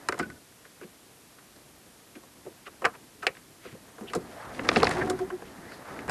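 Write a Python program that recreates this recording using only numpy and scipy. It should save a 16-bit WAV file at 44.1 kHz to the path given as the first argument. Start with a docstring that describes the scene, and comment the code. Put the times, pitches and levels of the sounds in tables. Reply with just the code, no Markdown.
"""A small outboard on an aluminium boat: knocks on motor and hull, noise and sines ringing in metal modes.
The cord is drawn out, then yanked: rasp of coloured clicks, gliding squeak, starter clatter, flywheel whirr.
The engine wheezes in uneven puffs, as paired intake tones, and stops; the cord winds back.
Scuffs, rattles and thuds are resonant noise, a loose part chimes as a thin sine, the calm lake murmurs.
A boxed-in microphone on the bow hears it with less deep bass, a cut top and its own hiss."""
import sys
import numpy as np
from scipy import signal
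from scipy.fft import rfft, irfft
from scipy.io import wavfile
from scipy.ndimage import uniform_filter1d

SR = 44100
rng = np.random.default_rng(int(sys.argv[2]) if len(sys.argv) > 2 else 0)


def wav_out(sig):
    """Save sig, one row per channel (or a flat mono array), as 16-bit PCM at SR to the path in sys.argv[1]."""
    wavfile.write(sys.argv[1], SR, np.round(np.clip(np.atleast_2d(sig).T, -1, 1) * 32767).astype(np.int16))


N = 269010
T = np.arange(N) / SR

# cord, starter and shifting weight, as breakpoints: time_s, rasp_db, rumble_db
WORK_LEVELS = [(0.0, -52.5, -55), (.2, -51, -56), (.3, -58, -47.5), (.42, -64.5, -63), (1.7, -64.5, -64),
               (2.77, -61.5, -59), (3.57, -64.5, -59.5), (3.97, -55, -56), (4.2, -53.5, -49),
               (4.4, -46, -55.5), (4.54, -44.5, -44), (4.79, -31.5, -31.5), (5.03, -35, -34.5),
               (5.11, -43, -38.5), (5.4, -53, -50), (5.66, -49, -48.5), (5.86, -48.5, -55),
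               (5.96, -43.5, -46), (6.1, -48.5, -42)]


def undb(db):
    """Decibels to amplitude."""
    return 10 ** (np.asarray(db) / 20)


def unit(x):
    """Scale to rms 1."""
    return x / np.sqrt(np.mean(x ** 2))


def colour(x, table):
    """Shape the spectrum of x by (Hz, dB) points joined on a log frequency axis; rms 1."""
    hz, db = np.transpose(table)
    bin_hz = np.maximum(np.arange(N // 2 + 1) * SR / N, 1)
    gain = undb(np.interp(np.log(bin_hz), np.log(hz), db))
    return unit(irfft(rfft(x) * gain, N))


def walk(rate):
    """Random levels held 1 / rate s and slewed twice; rms 1."""
    hold = int(SR / rate)
    steps = np.repeat(rng.standard_normal(N // hold + 1), hold)
    slewed = uniform_filter1d(uniform_filter1d(steps, hold), hold)
    return unit(slewed[:N])


def grit(share, spread_db):
    """Noise in which a share of the samples are clicks of widely spread size."""
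    clicks = rng.random(N) < share
    sizes = undb(spread_db * rng.exponential(size=N))
    return clicks * sizes * rng.standard_normal(N)


def swell(centre, half):
    """A smooth bump in time, zero beyond half a length either side of its centre (s)."""
    return np.cos(np.pi / 2 * np.clip((T - centre) / half, -1, 1)) ** 2


def ringing(hz, width, count):
    """Noise through one resonance applied twice, so its skirts are steep; rms 1."""
    b, a = signal.iirpeak(hz, hz / width, SR)
    once = signal.lfilter(b, a, rng.standard_normal(count))
    return unit(signal.lfilter(b, a, once))


def lake():
    """Water laps at the hull: a low noise murmur whose level stirs."""
    # murmur spectrum: freq_hz, relative_db
    murmur_spectrum = [(15, -47), (25, -9.5), (146, -0.5), (189, -3.5), (321, -3), (356, -3), (437, -4),
                       (1500, -22), (1950, -54), (3300, -120)]
    murmur = colour(rng.standard_normal(N), murmur_spectrum)
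    return murmur * undb(-63.5 + 1.4 * walk(12))


def cord_rasp():
    """The cord rasps in slips: dense clicks of uneven size, coloured and flickering in level."""
    # rasp spectrum: freq_hz, relative_db
    rasp_spectrum = [(260, -12), (450, 0), (694, 1.5), (809, -1), (1460, -5.5), (1870, -5.5), (2600, -19.5),
                     (3380, -61), (5720, -120)]
    time_s, rasp_db, _ = np.transpose(WORK_LEVELS)
    level_db = np.interp(T, time_s, rasp_db) + 0.99 * walk(60)
    return colour(grit(0.3, 1.77), rasp_spectrum) * undb(level_db)


def hull_rumble():
    """The hull rumbles under the shifting weight: low noise with an unsteady level."""
    # rumble spectrum: freq_hz, relative_db
    rumble_spectrum = [(15, -48), (25, -11.5), (87, -9), (173, -7), (277, -4.5), (366, -7.5), (450, -12.5),
                       (580, -25), (990, -120)]
    time_s, _, rumble_db = np.transpose(WORK_LEVELS)
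    level_db = np.interp(T, time_s, rumble_db) + 1.4 * walk(24.99)
    return colour(rng.standard_normal(N), rumble_spectrum) * undb(level_db)


def flywheel_whirr():
    """The flywheel whirrs with the cord: bright sparse clicks on the rasp's level curve."""
    lead_s, below_rasp_db, surge_db = 0.025, -12.5, 3
    spectrum = [(1500, -2.5), (2600, 5.0), (4800, 0.5), (6500, -2.5), (11000, -8.5), (13000, -55)]
    time_s, rasp_db, _ = np.transpose(WORK_LEVELS)
    # the level curve runs slightly ahead of the rasp, so the whirr fades a little sooner
    level_db = np.interp(T + lead_s, time_s, rasp_db) + below_rasp_db
    level_db = level_db + surge_db * swell(4.82, 0.23)  # at full speed
    return colour(grit(0.1, 1.3), spectrum) * undb(level_db + 2.0 * walk(80))


def loudest(x):
    """The highest short-term rms, over 5 ms."""
    return np.sqrt(uniform_filter1d(x ** 2, size=220).max())


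def knocks():
    """Every blow strikes the same modes; loose parts chatter, so each mode rings rough and leaves a tail."""
    # knocks with their own ring time and a bright top, on the motor, the hull and in the starter:
    # start_s, clack_db, thump_db, tick_db, clack_pitch_hz, thump_pitch_hz,
    # ring_s (to -60 dB, before each register's share)
    bright_blows = [(0.0867, -20, -27.5, -30.5, 1340, 430, 0.033),
                    (.1228, -28, -33.5, -42.5, 1440, 400, 0.038), (.141, -41, -44, -58, 1260, 471, .031),
                    (0.18, -44, -48, -54, 1200, 183, .032), (0.1892, -40, -43, -43.5, 980, 293, .04),
                    (0.1952, -26.5, -32.5, -47, 1420, 220, 0.044), (0.206, -40, -30, -55, 1480, 326, 0.027),
                    (.227, -46, -39, -54, 1590, 157, 0.078), (.3003, -42.5, -62, -56, 1560, 272, 0.043),
                    (0.6522, -49, -56, -68, 1740, 484, .048), (0.812, -46, -41.5, -64, 1300, 343, 0.043),
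                    (0.8312, -54, -48, -68, 2500, 463, 0.057), (.839, -62, -45, -70, 1300, 170, .06),
                    (1.0605, -72, -56, -65, 1700, 261, 0.038), (1.385, -52.5, -72, -65, 1630, 296, .05),
                    (1.561, -58, -52.5, -58, 1500, 230, 0.057), (1.861, -64, -55, -63, 1930, 315, .045),
                    (2.1529, -49.5, -42.5, -64, 1600, 312, 0.094), (2.235, -52, -60, -65, 1000, 522, .034),
                    (2.4507, -56, -47, -67, 1940, 415, 0.022), (2.4612, -46.5, -38, -70, 930, 384, 0.064),
                    (2.6644, -43, -48, -66, 1590, 468, 0.047), (2.6756, -44, -54, -66, 1120, 358, 0.051),
                    (2.819, -36.5, -35.5, -58, 1120, 424, 0.062),
                    (2.8424, -25.5, -29.5, -63, 1200, 460, 0.05), (2.85, -21, -52, -38.5, 1440, 301, 0.042),
                    (2.8541, -20.5, -31.5, -34, 1710, 437, 0.015),
                    (2.8612, -29.5, -53, -52, 1070, 397, 0.056), (2.949, -47, -53, -67, 1130, 476, 0.042),
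                    (3.2282, -33.5, -44, -54, 1270, 519, 0.13),
                    (3.267, -16.5, -29.5, -25, 2220, 490, 0.045),
                    (3.3503, -49.5, -61, -61, 1950, 240, .033), (3.3682, -45, -68, -57, 2150, 479, 0.029),
                    (3.6485, -49.5, -42.5, -64, 1240, 476, 0.064), (3.658, -62, -46.5, -70, 1240, 220, .05),
                    (3.725, -56, -46, -65, 1230, 220, 0.054), (3.749, -60, -44.5, -68, 1210, 510, 0.024),
                    (3.982, -45.5, -44, -65, 980, 423, 0.051), (4.0086, -45, -37, -67, 800, 268, .08),
                    (4.035, -60, -45, -70, 800, 420, 0.046), (4.0987, -46, -46, -53, 2140, 412, 0.089),
                    (4.1335, -29, -36.5, -43, 1240, 372, 0.063), (4.1496, -33, -26.5, -44, 920, 388, .076),
                    (4.157, -50, -32, -60, 1100, 175, 0.093), (4.2085, -60, -49, -68, 800, 304, .03),
                    (4.892, -37, -39, -45, 850, 380, 0.031), (4.9104, -26, -33, -36.5, 1730, 202, 0.037),
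                    (4.9674, -29.5, -37, -56, 1000, 363, 0.045), (5.014, -32, -42, -63, 1850, 377, .038),
                    (5.074, -37, -35, -59, 1060, 296, 0.075), (5.0979, -33.5, -27.5, -36, 1200, 358, 0.07),
                    (5.1893, -38.5, -49, -53.5, 1060, 372, 0.073),
                    (5.3015, -36.5, -43, -67, 1140, 367, .036), (5.4201, -42.5, -42, -65, 1040, 520, 0.033),
                    (5.579, -54, -40.5, -70, 1870, 172, 0.038), (5.7182, -42.5, -55, -55, 1670, 363, 0.063),
                    (5.9618, -45, -49, -63, 1500, 339, 0.047), (5.9899, -35.5, -50, -59, 1940, 415, .03),
                    (6.0792, -34.5, -42, -52, 1100, 161, .031), (6.087, -34, -31.5, -56, 1470, 406, 0.023),
                    (6.0944, -26.5, -34, -41, 1230, 280, 0.12)]
    # starter clatter under the yank, short and dull on top: the same columns without ring_s
    dull_blows = [(4.5474, -46, -48, -52, 1950, 285), (4.5932, -29, -32.5, -53, 1560, 486),
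                  (4.65, -35, -54, -59, 1460, 563), (4.6888, -13.5, -20.5, -18.5, 1660, 447),
                  (4.715, -27.5, -28.5, -40, 1110, 264), (4.76, -18.5, -25.5, -28, 2260, 404),
                  (4.7653, -18.5, -18.5, -42, 880, 247), (4.77, -41, -49, -30.5, 910, 345),
                  (4.8007, -32, -33, -40, 2800, 503), (4.821, -30, -23, -52, 1940, 467),
                  (4.8306, -14, -19, -23.5, 1000, 579), (4.8433, -32, -50, -25, 1250, 484),
                  (4.8517, -25.5, -51, -38, 910, 396), (4.8694, -20, -37, -29, 1970, 385)]
    # what motor and hull ring with, one list per register (thump, body, clack, tick, crack):
    # freq_hz, width_hz (of one resonance), relative_db
    mode_registers = [
        [(179, 72, -4), (245, 100, -3), (333, 62, -1), (379, 93, 0), (458, 175, 4.5), (518, 28, -6.5)],
        [(719, 79, 3), (855, 210, -5.5), (1049, 160, -2.5), (1238, 254, -1.5)],
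        [(1541, 275, 1), (1850, 300, -1), (2080, 100, -6), (2315, 710, 1), (2623, 330, -4), (2956, 94, -4)],
        [(3443, 360, -2.5), (4010, 430, 2), (4453, 77, -2), (4920, 880, 3), (5340, 130, -5), (5850, 290, -23)],
        [(7340, 4500, 12.5), (9200, 4900, -10), (9400, 1800, -8), (11800, 1500, -29.5)],
    ]
    # per register, share of ring_s [ratio]: highs die first
    ring_share = [1.04, 1.01, 0.84, 0.52, 0.5]
    # per register, onset lag [s]: lows build up late
    onset_lag_s = [0.00515, 0.0009, 0.00027, 0.000225, 0.000067]
    clack_focus_db, thump_focus_db = 15.0, 25.0  # loss one octave or more from the struck spot's pitch
    tail_db, tail_stretch = -20, 3.36  # a quieter tail that falls this many times slower
    contact_s, soften, strike_gain = 0.00024, 0.096, 1.26  # contact and strike of a -27 dB clack
    body_db = 2.0
    bright_crack_db, dull_crack_db, dull_ring_s = -1, -20.5, 0.021
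    crack_db_per_octave = -12  # the crack is stronger on low-pitched spots
    boom_db, boom_t60_s, boom_lag_s = -13.5, 0.16, 0.008  # the hull under each thump

    t = np.arange(8820) / SR
    count = N + len(t)
    out, boom = np.zeros(count), np.zeros(count)
    rings = [np.array([ringing(hz, width, count) for hz, width, _ in modes]) for modes in mode_registers]
    hull = ringing(120, 210, count)
    blows = [(*row, bright_crack_db) for row in bright_blows]
    blows += [(*row, dull_ring_s, dull_crack_db) for row in dull_blows]

    for start_s, clack_db, thump_db, tick_db, clack_hz, thump_hz, ring_s, crack_db in blows:
        now = slice(int(start_s * SR), int(start_s * SR) + len(t))
        softness = undb(-soften * (clack_db + 27.0))  # weak blows push longer and strike less
        parts = []
        for k, modes in enumerate(mode_registers):
            hz, width, db = np.transpose(modes)
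            spot_hz, focus_db = (clack_hz, clack_focus_db) if k else (thump_hz, thump_focus_db)
            # modes near the pitch of the struck spot speak loudest
            octaves = abs(np.log2(hz / spot_hz))
            gain = undb(db - focus_db * np.minimum(octaves, 1))

            # rough ringing: each mode's noise under a rise, a fall and a tail
            fall_db = -60 * t / (ring_s * ring_share[k])
            rise = (1 - np.exp(-t / (onset_lag_s[k] + contact_s * softness))) ** 2
            fade = rise * (undb(fall_db) + undb(tail_db + fall_db / tail_stretch))
            rough = rings[k][:, now] * fade

            # clean ringing: decaying sines, neighbouring modes swinging in opposite senses
            late = np.maximum(t - onset_lag_s[k], 0)
            hz, width = hz[:, None], width[:, None]
            sign = (-1.) ** np.arange(len(hz))[:, None]
            attack = 1 - np.exp(-late * hz)
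            tone = np.sin(2 * np.pi * hz * late) * np.exp(-np.pi * width * late)
            struck = sign * strike_gain / softness * attack * tone
            parts.append(gain @ (rough + struck * undb(fall_db)))

        thump, body, clack, tick, crack = parts
        top_db = crack_db + crack_db_per_octave * np.log2(clack_hz / 1400)
        layers = [(thump, thump_db), (undb(body_db) * body + clack, clack_db),
                  (tick, tick_db), (crack, tick_db + top_db)]
        for part, level_db in layers:
            out[now] += undb(level_db) * part / loudest(part)
        boom_shape = (1 - np.exp(-t / boom_lag_s)) * np.exp(-np.log(1000) * t / boom_t60_s)
        boom[now] += undb(thump_db + boom_db) * boom_shape

    # the knocks lose everything below about 130 Hz; the hull's boom is added afterwards
    bass_cut = signal.butter(4, 130, "highpass", fs=SR, output="sos")
    return signal.sosfilt(bass_cut, out[:N]) + (boom * hull)[:N]


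def scuffs_rattles_thuds():
    """Scuffs, ringing rattles and low thuds: short swells of noise, each in one broad or narrow resonance."""
    # swells: centre_s, half_length_s, freq_hz, width_hz (of one resonance), level_db
    noise_swells = [(0.204, 0.019, 4970, 900, -47), (.235, .03, 2300, 830, -54),
                    (0.18, .006, 900, 1000, -42), (0.28, 0.14, 89, 90, -52),
                    (0.658, .02, 1600, 1400, -53.5), (0.825, 0.026, 1800, 1200, -53),
                    (1.576, 0.037, 250, 330, -55), (1.881, .042, 199, 310, -58),
                    (2.161, 0.018, 2200, 1400, -55), (2.669, 0.021, 1910, 1990, -45.5),
                    (2.947, 0.025, 1200, 1400, -50.5), (3.228, 0.0086, 1500, 1800, -43),
                    (3.68, 0.1, 1800, 2000, -52), (3.734, .03, 100, 100, -48),
                    (4.088, 0.023, 2900, 600, -46), (4.44, 0.087, 1080, 770, -45),
                    (5.019, 0.025, 1700, 270, -30), (5.308, 0.009, 1640, 270, -38.5),
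                    (5.468, .04, 2300, 2200, -55.5), (5.663, .054, 1770, 350, -48.5),
                    (5.734, .04, 1740, 220, -52), (5.735, 0.063, 4400, 1400, -56),
                    (5.895, 0.084, 1150, 940, -47)]
    out = np.zeros(N)
    for centre, half, hz, width, db in noise_swells:
        level = undb(db + 1.34 * walk(150)) * swell(centre, half)
        out += level * ringing(hz, width, N)
    return out


def chime():
    """A loose part of the cowling chimes as it rocks to rest: one thin tone that comes and goes."""
    # swells of the chime: centre_s, half_length_s, level_db
    rocks = [(0.236, 0.016, -30.5), (0.259, .013, -44), (0.31, 0.024, -47), (.367, 0.014, -54.5)]
    level = sum(undb(db) * swell(centre, half) for centre, half, db in rocks)
    return np.sin(2 * np.pi * 1487 * T) * level


def squeak():
    """The cord squeaks in its guide as it speeds up: a breathy tone that rises steadily and trembles."""
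    # squeaks: centre_s, half_length_s, pitch_hz (at the centre), rise_hz_per_s, level_db
    glides = [(4.39, .08, 769, 5000, -45), (5.685, 0.046, 1954, 10000, -52)]
    flutter = 1 + 0.4 * walk(120)
    tremble = 2 * np.pi * 0.046 * walk(200)  # phase, radians
    out = np.zeros(N)
    for centre, half, hz, rise, db in glides:
        since = T - centre
        phase = 2 * np.pi * (hz * since + rise * since ** 2 / 2)
        out += undb(db) * swell(centre, half) * np.sin(phase + tremble)
    return flutter * out


def pipe_tone(hz):
    """One wheezing intake resonance: a sine wavering in pitch and level."""
    pitch_hz = hz * (1 + 0.01187 * walk(30))
    return undb(1.5 * walk(70)) * np.sin(2 * np.pi * np.cumsum(pitch_hz) / SR)


def intake():
    """The engine gulps air: uneven puffs, each blowing the two pipe tones of the intake."""
    # puffs: centre_s (of the low tone), half_length_s (of the low tone), low_tone_db, high_tone_db
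    puffs = [(4.764, 0.018, -36, -39), (4.824, 0.016, -42, -42), (4.902, 0.043, -33.5, -30.5),
             (4.987, 0.038, -27.5, -31), (5.054, 0.052, -32.5, -35.5), (5.129, 0.062, -28.5, -31),
             (5.23, 0.045, -23.5, -37.5), (5.34, 0.033, -27, -44)]
    # nominal pitches of the two pipe tones: low_hz, high_hz
    pipe_hz = (368, 722)
    low, high = [pipe_tone(hz) for hz in pipe_hz]
    out = np.zeros(N)
    for centre, half, low_db, high_db in puffs:
        out += undb(low_db) * swell(centre, half) * low
        # the upper tone peaks earlier, while the air is fastest
        out += undb(high_db) * swell(centre - 0.23 * half, 0.81 * half) * high
    return out


def scene():
    """Sum all the sources into one channel."""
    cord_and_motor = cord_rasp() + hull_rumble() + flywheel_whirr() + squeak() + intake()
    return (lake() + cord_and_motor + knocks() + scuffs_rattles_thuds() + chime())[None]


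def record(dry):
    """The housing thins the deep bass, the preamplifier hisses, the top is cut."""
    hiss_spectrum = [(400, -12), (900, -2.0), (2200, -2), (6000, -4.0), (12800, -4.0), (13000, -42)]
    hiss = undb(-57.5) * colour(rng.standard_normal(N), hiss_spectrum)
    bass_cut = signal.butter(2, 45, "highpass", fs=SR, output="sos")
    top_cut = signal.ellip(10, 0.2, 70, 13800, fs=SR, output="sos")
    boxed = signal.sosfilt(bass_cut, dry)
    return signal.sosfilt(top_cut, boxed + hiss)


dry = scene()
out = record(dry)
wav_out(out)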